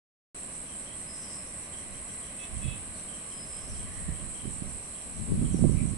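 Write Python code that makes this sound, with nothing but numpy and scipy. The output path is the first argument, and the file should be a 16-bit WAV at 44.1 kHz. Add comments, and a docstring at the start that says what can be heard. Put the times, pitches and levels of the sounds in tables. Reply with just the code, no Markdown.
"""A green hillside above a valley. Insects shrill by stridulation over a low rush of air: a dense
chorus, two near bush crickets drifting in and out of step, and a softer, lower one. Small birds peep
and whistle, a far motorbike horn toots twice and a frog rattles, all scattered by trees and slopes.
Turbulent gusts buffet the microphone, mostly its right port, and grow strong at the end."""
import sys
import numpy as np
from scipy import signal
from scipy.fft import rfft, irfft, next_fast_len
from scipy.io import wavfile
from scipy.ndimage import map_coordinates

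SR = 44100
rng = np.random.default_rng(int(sys.argv[2]) if len(sys.argv) > 2 else 0)


def store_pcm(level_fs):
    """Save levels as 16-bit WAV."""
    pcm = np.round(np.clip(level_fs, -1, 1) * 32767).astype(np.int16)
    wavfile.write(sys.argv[1], SR, np.atleast_2d(pcm).T)


N = 263277
T = np.arange(N) / SR


def amp(db):
    """Amplitude ratio of a level in decibels."""
    return 10 ** (np.asarray(db) / 20)


def unit(x):
    """Normalisation to rms 1."""
    return x / np.sqrt(np.mean(x ** 2) + 1e-20)


def along(points, hz):
    """Interpolation of (frequency_hz, value) points on a logarithmic axis."""
    knots_hz, values = np.transpose(points)
    return np.interp(np.log(hz + 1), np.log(knots_hz + 1), values)


def curve(points):
    """Linear interpolation of (time_s, value) points at every sample."""
    return np.interp(T, *np.transpose(points))


def wobble(rate_hz, n=N):
    """Smooth random modulation: a spline through Gaussian knots."""
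    knots = rng.standard_normal(int(n * rate_hz / SR) + 4)
    return map_coordinates(knots, [T[:n] * rate_hz])


def filtered(x, response):
    """Linear filtering: the spectrum times a frequency response."""
    size = next_fast_len(N + SR // 2)
    hz = np.fft.rfftfreq(size, 1 / SR)
    return irfft(rfft(x, size) * response(hz), size)[..., :N]


def coloured(x, spectrum):
    """Spectral shaping by (frequency_hz, gain_db) points, at rms 1."""
    return unit(filtered(x, lambda hz: amp(along(spectrum, hz))))


def noise():
    """White noise, uncorrelated between the ears."""
    return rng.standard_normal((2, N))


def pan(pan_db):
    """Interaural level difference at constant power; positive is left."""
    ratio = amp(np.atleast_1d(pan_db))
    return np.array([ratio, np.ones_like(ratio)]) * np.sqrt(2 / (1 + ratio ** 2))


def add(track, start_s, sound):
    """Superposition of a sound on a track."""
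    part = track[..., round(start_s * SR):][..., :sound.shape[-1]]
    part += sound[..., :part.shape[-1]]


def note(length_s, start_hz, end_hz, taper, waver_hz=0, swell_db=0, bend=1):
    """Frequency modulation: a soft-edged, gliding sine; a bend over 1 puts the glide late."""
    n = int(length_s * SR)
    progress = np.linspace(0, 1, n)
    pitch_hz = start_hz + (end_hz - start_hz) * progress ** bend + waver_hz * wobble(400, n)
    envelope = amp(swell_db * (progress - 0.5)) * signal.windows.tukey(n, taper)
    return np.sqrt(2) * envelope * np.sin(2 * np.pi * np.cumsum(pitch_hz) / SR)


def valley(x, wet_db, t60_s):
    """Reverberation: trees and slopes scatter a diffuse, decaying tail back to each ear."""
    t = T[:SR]
    build_up = 1 - np.exp(-t / 0.0021)
    tail = rng.standard_normal((2, SR)) * amp(-60 * t / t60_s) * build_up
    tail /= np.linalg.norm(tail, axis=1, keepdims=True)
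    return x + amp(wet_db) * signal.fftconvolve(x, tail, axes=1)[:, :N]


# Spectra of the chorus and of the far insects' hiss: frequency_hz, gain_db
CHORUS_SPECTRUM = [(6000, -45), (6900, -28), (7250, -6.5), (7650, 1), (8050, 4), (8700, 2), (9000, -3),
                   (9500, 0.5), (10000, -1), (10400, -6), (10700, -34)]
HISS_SPECTRUM = [(2900, -38), (3300, 6), (3600, 4), (4030, 12), (4500, 5), (5000, 4), (5600, 7.5),
                 (6500, -0.5), (7500, -1)]
# Direction of the chorus: frequency_hz, pan_db
CHORUS_BALANCE = [(7000, -1.5), (9200, -6.5), (9750, 0), (10500, 19)]


def chorus():
    """Incoherent summation: countless insects merge into a shrill, grainy band above a faint hiss."""
    grain_db = 1.3 * np.array([wobble(520), wobble(520)]) + 0.12 * wobble(6.3)
    band = coloured(amp(grain_db) * noise(), CHORUS_SPECTRUM)
    shrill = filtered(band, lambda hz: pan(along(CHORUS_BALANCE, hz)))
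    return amp(-43) * shrill + amp(-56.5) * coloured(noise(), HISS_SPECTRUM)


# Spectrum of the valley's air: frequency_hz, gain_db
AIR_SPECTRUM = [(20, 7.5), (60, 10), (120, 7.5), (200, 10.5), (300, 5.5), (420, 1.5), (620, 4), (880, -3),
                (1120, 3), (1370, -5.5), (1580, -0.5), (1750, -5), (1950, -1.5), (2400, -2.5), (2900, -4.5),
                (3300, -6)]
# Likeness of the air at the two ears: frequency_hz, coherence
AIR_COHERENCE = [(40, 1), (190, 1), (600, 0.82), (1070, 0.096), (3400, 0.032), (6000, 0.1)]
# Strength of the rush: time_s, level_db
AIR_LEVELS = [(.8, -48), (3.4, -47.5), (5.4, -49)]


def air():
    """Interaural coherence: the valley's steady rush is alike in both ears only in the bass."""
    def mid_and_side(hz):
        angle = np.arccos(along(AIR_COHERENCE, hz)) / 2
        return np.array([np.cos(angle), np.sin(angle)]) / np.sqrt(1 + (hz / 3250) ** 40)  # low-pass

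    mid, side = filtered(coloured(noise(), AIR_SPECTRUM), mid_and_side)
    return amp(curve(AIR_LEVELS)) * unit(np.array([mid + side, mid - side]))


def stridulation(chirps, width_s, stroke_hz, sharpness, wing):
    """Resonant excitation: a chirp is a swelling run of strokes, each scraping the wing's resonance."""
    power = np.zeros(N)
    lead_s = 0.25
    chirp = np.exp(-2 * abs((T[:SR // 2] - lead_s) / width_s) ** 2.7)
    for crest_s, relative_db in chirps:
        add(power, crest_s - lead_s, amp(relative_db) ** 2 * chirp)
    cycles = np.cumsum(stroke_hz * (1 + 0.03 * wobble(14))) / SR
    strokes = 1 + sharpness * np.exp(-(cycles % 1) / 0.35)  # each starts with a catch of the file
    return np.sqrt(power) * coloured(strokes * noise(), wing)


# Bouts of song between short rests: first_chirp_s, last_chirp_s, chirp_count
LOW_BOUTS = [(.385, 2.59, 15), (3.0, 3.95, 7), (4.37, 5.17, 6), (5.58, 5.89, 3)]
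# Resonance of the lower cricket's wing: frequency_hz, gain_db
LOW_RESONANCE = [(4800, -39), (5500, -8.5), (5800, 4), (6050, -3.5), (6350, -3), (6800, -47)]


def low_cricket():
    """Stridulation at a lower resonance: a farther cricket sings quick, evenly spaced chirps."""
    chirps = [(crest_s, rng.normal(0, 1)) for bout in LOW_BOUTS for crest_s in np.linspace(*bout)]
    song = stridulation(chirps, width_s=0.041, stroke_hz=140, sharpness=0.36, wing=LOW_RESONANCE)
    return amp(-60.5) * pan(3.3) * song


# Chirps of the bush crickets on the right and in front: crest_s, relative_db
RIGHT_CHIRPS = [(.44, -6), (.57, 0), (.78, 0), (.99, 0), (1.15, -2), (1.36, -0.5), (1.58, 0.5), (1.76, -1),
                (2.0, -7), (2.16, -7), (2.4, -3), (2.59, -3), (2.79, -11), (2.96, -2.5), (3.12, 0.5),
                (3.28, -1), (3.56, 3), (3.79, 2), (4.0, 1), (4.28, 0.5), (4.55, 3), (4.76, 1), (4.98, -2),
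                (5.22, 0), (5.46, -1), (5.65, -1.5), (5.87, -1)]
FRONT_CHIRPS = [(.41, -0.5), (.61, -3), (.79, -2), (1.01, -1.5), (1.2, -1), (1.37, 0), (1.59, -3),
                (1.81, -2), (2.03, -1.5), (2.19, 1.5), (2.4, -1), (2.62, 1), (2.8, 0), (3.03, -0.5),
                (3.2, -4), (3.36, 1), (3.59, -6), (3.8, -4), (4.03, -4), (4.17, 0.5), (4.36, 2),
                (4.55, -0.5), (4.74, -1), (4.91, -1), (5.08, -2.5), (5.28, -3), (5.49, -0.5), (5.67, -3),
                (5.87, -1.5)]
# Resonance of their wings: frequency_hz, gain_db
BUSH_WING = [(6300, -47), (7000, -14), (7600, -6), (8050, 3), (8400, 1.5), (8750, 1), (9000, -11),
             (10000, -32), (10800, -42)]


def bush_crickets(stroke_hz=79.5):
    """Stridulation in two rhythms: the near bush crickets drift in and out of step."""
    right = stridulation(RIGHT_CHIRPS, width_s=0.073, stroke_hz=stroke_hz, sharpness=2, wing=BUSH_WING)
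    front = stridulation(FRONT_CHIRPS, width_s=0.082, stroke_hz=stroke_hz, sharpness=1.6, wing=BUSH_WING)
    return amp(-44.5) * (pan(-7) * right + front)


# A small bird's peeps, mostly in pairs: start_s, relative_db
PEEP_NOTES = [(0.651, -58.5), (.708, -60), (0.859, -56), (.9, -61), (1.21, -63), (1.26, -63),
              (1.725, -55.5), (1.775, -58), (1.939, -62), (2.08, -61), (2.213, -56.5), (2.262, -60),
              (2.55, -60), (3.08, -55), (3.126, -57), (3.184, -60), (3.3, -57), (3.353, -59), (3.514, -61),
              (3.56, -60), (3.74, -61), (3.788, -60), (3.84, -63), (3.896, -63), (3.948, -61), (4.135, -59),
              (4.18, -61), (4.34, -57), (4.389, -56), (4.44, -59.5), (4.945, -58), (4.996, -63),
              (5.39, -65), (5.442, -58), (5.497, -60)]
# Spectrum of their echo: frequency_hz, gain_db
FOLIAGE_SPECTRUM = [(2750, -38), (3020, -5), (3300, -4.5), (3550, -40)]


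def peeps(length_s=0.036, fall_hz=440, echo_crest_s=0.018):
    """Scattering: foliage blurs each brief, falling peep from far off on the left."""
    direct, echo_power = np.zeros(N), np.zeros(N)
    age = T[:SR // 4] / echo_crest_s
    blur = age * np.exp(1 - age)
    for start_s, relative_db in PEEP_NOTES:
        pitch_hz = rng.normal(3400, 36.6)
        peep = note(length_s, pitch_hz, pitch_hz - fall_hz, taper=0.9, waver_hz=130)
        add(direct, start_s, amp(relative_db) * peep)
        add(echo_power, start_s, amp(relative_db) ** 2 * blur)
    echo = np.sqrt(echo_power) * coloured(noise(), FOLIAGE_SPECTRUM)
    return pan(7.7) * (amp(-3.5) * direct + amp(-1) * echo)


# Far calls, mostly masked by the air: start_s, length_s, start_hz, end_hz, level_db
HOARSE_CALLS = [(0.696, 2.25, 1950, 2016, -64.5), (3.837, 0.325, 1910, 1875, -58.5)]


def far_calls():
    """Pitch jitter: fast wavering makes the drawn-out calls far to the right sound hoarse."""
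    calls = np.zeros(N)
    for start_s, length_s, start_hz, end_hz, level_db in HOARSE_CALLS:
        add(calls, start_s, amp(level_db) * note(length_s, start_hz, end_hz, taper=0.22, waver_hz=119.6))
    return valley(calls * pan(-9), wet_db=-1.5, t60_s=0.63)


# Two songs of three whistles: start_s, length_s, start_hz, end_hz, level_db, swell_db, pan_db, waver_hz
SONG_NOTES = [(1.061, 0.13, 5130, 5125, -53.5, 3, 9, 28), (1.185, 0.094, 5120, 5160, -54, -1, 7, 30),
              (1.293, 0.14, 5190, 5350, -55.5, -5, 4, 55), (3.286, .175, 5110, 5100, -57.5, 19, 5, 25),
              (3.515, 0.095, 5120, 5190, -55, 3, 3, 30), (3.61, .09, 5200, 5400, -59.5, -7, 0, 70)]


def whistles():
    """Frequency modulation: a bird holds two thin notes nearly level, then a third frays and rises."""
    songs = np.zeros((2, N))
    for start_s, length_s, start_hz, end_hz, level_db, swell_db, pan_db, waver_hz in SONG_NOTES:
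        whistle = note(length_s, start_hz, end_hz, taper=0.4, waver_hz=waver_hz, swell_db=swell_db, bend=2)
        add(songs, start_s, amp(level_db) * pan(pan_db) * whistle)
    return valley(songs, wet_db=-4, t60_s=0.9)


# A bird's down-slurs: start_s, length_s, start_hz, end_hz, level_db
SLUR_NOTES = [(1.2, .105, 6250, 4550, -59.5), (2.94, .06, 4550, 3650, -64), (3.68, .075, 6250, 4750, -58.5),
              (5.513, .085, 6200, 5200, -60)]


def down_slurs():
    """Frequency sweep: each slur fades as it falls and echoes off the slope."""
    slurs = np.zeros(N)
    for start_s, length_s, start_hz, end_hz, level_db in SLUR_NOTES:
        slur = note(length_s, start_hz, end_hz, taper=0.22, waver_hz=150, swell_db=-5.5)
        add(slurs, start_s, amp(level_db) * slur)
    return valley(slurs * pan(1.5), wet_db=3, t60_s=0.5)


# Gusts at the microphone's ports: crest_s, decay_s, left_db, right_db
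PORT_GUSTS = [(1.927, 0.12, -55, -45.5), (2.562, 0.074, -50, -32), (2.66, 0.07, -55, -24.5),
              (2.909, 0.045, -42, -52), (3.717, 0.2, -44, -39.5), (3.847, 0.076, -35.5, -38.5),
              (4.018, 0.11, -37.5, -37), (4.091, 0.032, -46, -26), (4.24, 0.11, -59, -36),
              (4.489, 0.049, -62, -27.5), (4.65, 0.076, -58, -29.5), (5.232, 0.14, -33, -47),
              (5.322, 0.05, -20.5, -32), (5.426, 0.091, -30, -22.5), (5.54, 0.045, -33, -19),
              (5.654, 0.14, -31, -17.5), (5.866, 0.24, -45, -28.5)]


def gusts(rise_over_fall=0.67, floor_db=-61):
    """Addition of powers: the wind's envelope sums gusts that rise quickly and die more slowly."""
    power = np.zeros((2, N))
    for crest_s, decay_s, left_db, right_db in PORT_GUSTS:
        from_crest = np.maximum((crest_s - T) / rise_over_fall, T - crest_s) / decay_s
        power += amp([[left_db], [right_db]]) ** 2 * np.exp(-2 * from_crest ** 1.12)  # pointed crest
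    return np.sqrt(power + amp(floor_db) ** 2)


# Spectra of the dull buffet and of flow catching the port's edge: frequency_hz, gain_db
BUFFET_SPECTRUM = [(12, -14), (25, 5), (65, 2.5), (110, -3.5), (200, -12), (330, -34), (640, -53),
                   (1200, -78), (2000, -120)]
EDGE_SPECTRUM = [(20, -4), (60, 3), (105, -1), (140, 0.5), (162, 4.5), (185, -1), (220, 2.5), (285, -10),
                 (330, -13), (550, -28), (840, -40.5), (1200, -40), (2600, -120)]
# How much the wind catches the edge: time_s, power_share
EDGE_SHARE = [(4.1, 0.09), (4.45, 0.64), (4.8, 0.2), (5.3, 0.96)]


def wind():
    """Turbulence at each port: a dull buffet turns bright and hollow when it catches the edge."""
    share = curve(EDGE_SHARE)
    dull = np.sqrt(1 - share) * coloured(noise(), BUFFET_SPECTRUM)
    bright = np.sqrt(share) * coloured(noise(), EDGE_SPECTRUM)
    flutter = amp(1.88 * np.array([wobble(38), wobble(35)]))
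    return gusts() * unit(flutter * (dull + bright))


# The horn's toots: start_s, length_s, level_db, swell_db
HORN_TOOTS = [(2.375, 0.079, -56, 7), (2.603, 0.15, -55, 3)]
# Its partials that carry: pitch_hz, relative_db, pan_db
HORN_PARTIALS = [(2605, 1.5, -9), (2980, -15, 0), (3180, -14, 0), (3360, -3, 7), (3760, -11.5, 0)]


def horn():
    """Diaphragm vibration: two far toots arrive as a few high partials with a rasp between them."""
    partials, rasp_envelope = np.zeros((2, N)), np.zeros(N)
    for start_s, length_s, level_db, swell_db in HORN_TOOTS:
        for pitch_hz, relative_db, pan_db in HORN_PARTIALS:
            tone = note(length_s, pitch_hz, pitch_hz, taper=0.4, waver_hz=0.011 * pitch_hz,
                        swell_db=swell_db)
            add(partials, start_s, amp(level_db + relative_db) * pan(pan_db) * tone)
        crest_s = start_s + 0.87 * length_s
        rasp_envelope += amp(level_db) * np.exp(-((T - crest_s) / (0.5 * length_s)) ** 2)
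    rasp = rasp_envelope * coloured(noise(), [(2000, -30), (2600, -1), (3400, -1), (3900, -7), (4300, -32)])
    flicker = amp(2 * wobble(45))
    return valley(flicker * partials + amp(-1) * rasp, wet_db=-5, t60_s=0.3)


# Single eddies that thump a port: centre_s, relative_db, pitch_hz, pan_db
PORT_EDDIES = [(2.685, -20, 89.5, -37), (4.091, -24.5, 160, -23), (4.126, -24, 109, -23),
               (4.456, -21.5, 210, -18), (4.624, -22, 166, -26), (5.321, -18.5, 240, 23),
               (5.424, -20.5, 225, -14), (5.526, -24, 90, -20), (5.546, -11.5, 221, -27),
               (5.592, -24, 320, -20), (5.627, -14, 153, -22), (5.641, -14, 406, -37),
               (5.649, -8.5, 225, -20), (5.655, -17.5, 332, -24), (5.677, -17.5, 175, -21),
               (5.696, -19.5, 272, -26), (5.717, -14.5, 140, -25), (5.75, -14.5, 100, -26),
               (5.77, -18.5, 85, -24), (5.817, -15, 150, -24), (5.856, -14.5, 167, -30),
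               (5.938, -19, 173, -24)]


def eddies():
    """Vortex pressure: each passing eddy is a dip between two smaller rises."""
    thumps = np.zeros((2, N))
    lead_s = 0.02
    for centre_s, relative_db, pitch_hz, pan_db in PORT_EDDIES:
        phase = np.pi * pitch_hz * (T[:SR // 25] - lead_s)
        pressure = (2 * phase ** 2 - 1) * np.exp(-phase ** 2)
        add(thumps, centre_s - lead_s, amp(relative_db - 2.5) * pan(pan_db) * pressure)
    return thumps


def frog(start_s=5.753, spacing_s=0.0155, count=5, crest_hz=2436, crest_db=-47):
    """Pulse train: a short rattle of falling pulses on the left, pitch and level arching together."""
    rattle = np.zeros(N)
    for k in range(count):
        droop = (k / (count - 1) - 0.58) ** 2
        pitch_hz = crest_hz * (1 - 0.34 * droop)
        pulse = note(0.0098, 1.15 * pitch_hz, 0.79 * pitch_hz, taper=0.87)
        add(rattle, start_s + k * spacing_s, amp(crest_db - 16 * droop) * pulse)
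    return valley(rattle * pan(17), wet_db=0, t60_s=0.38)


def scene():
    """Superposition: the pressures of all sources add at the microphone."""
    background = chorus() + air() + low_cricket() + bush_crickets()
    calls = peeps() + far_calls() + whistles() + down_slurs()
    return background + calls + wind() + horn() + eddies() + frog()


def record(dry, open_s=0.345, cutoff_hz=10750):
    """Gating and band limiting: the recorder opens after a brief silence and cuts the top treble."""
    gate = np.clip((T - open_s) / 0.002, 0, 1)
    return filtered(dry * gate, lambda hz: np.clip((cutoff_hz - hz) / 200 + 0.5, 0, 1))


dry = scene()
out = record(dry)
store_pcm(out)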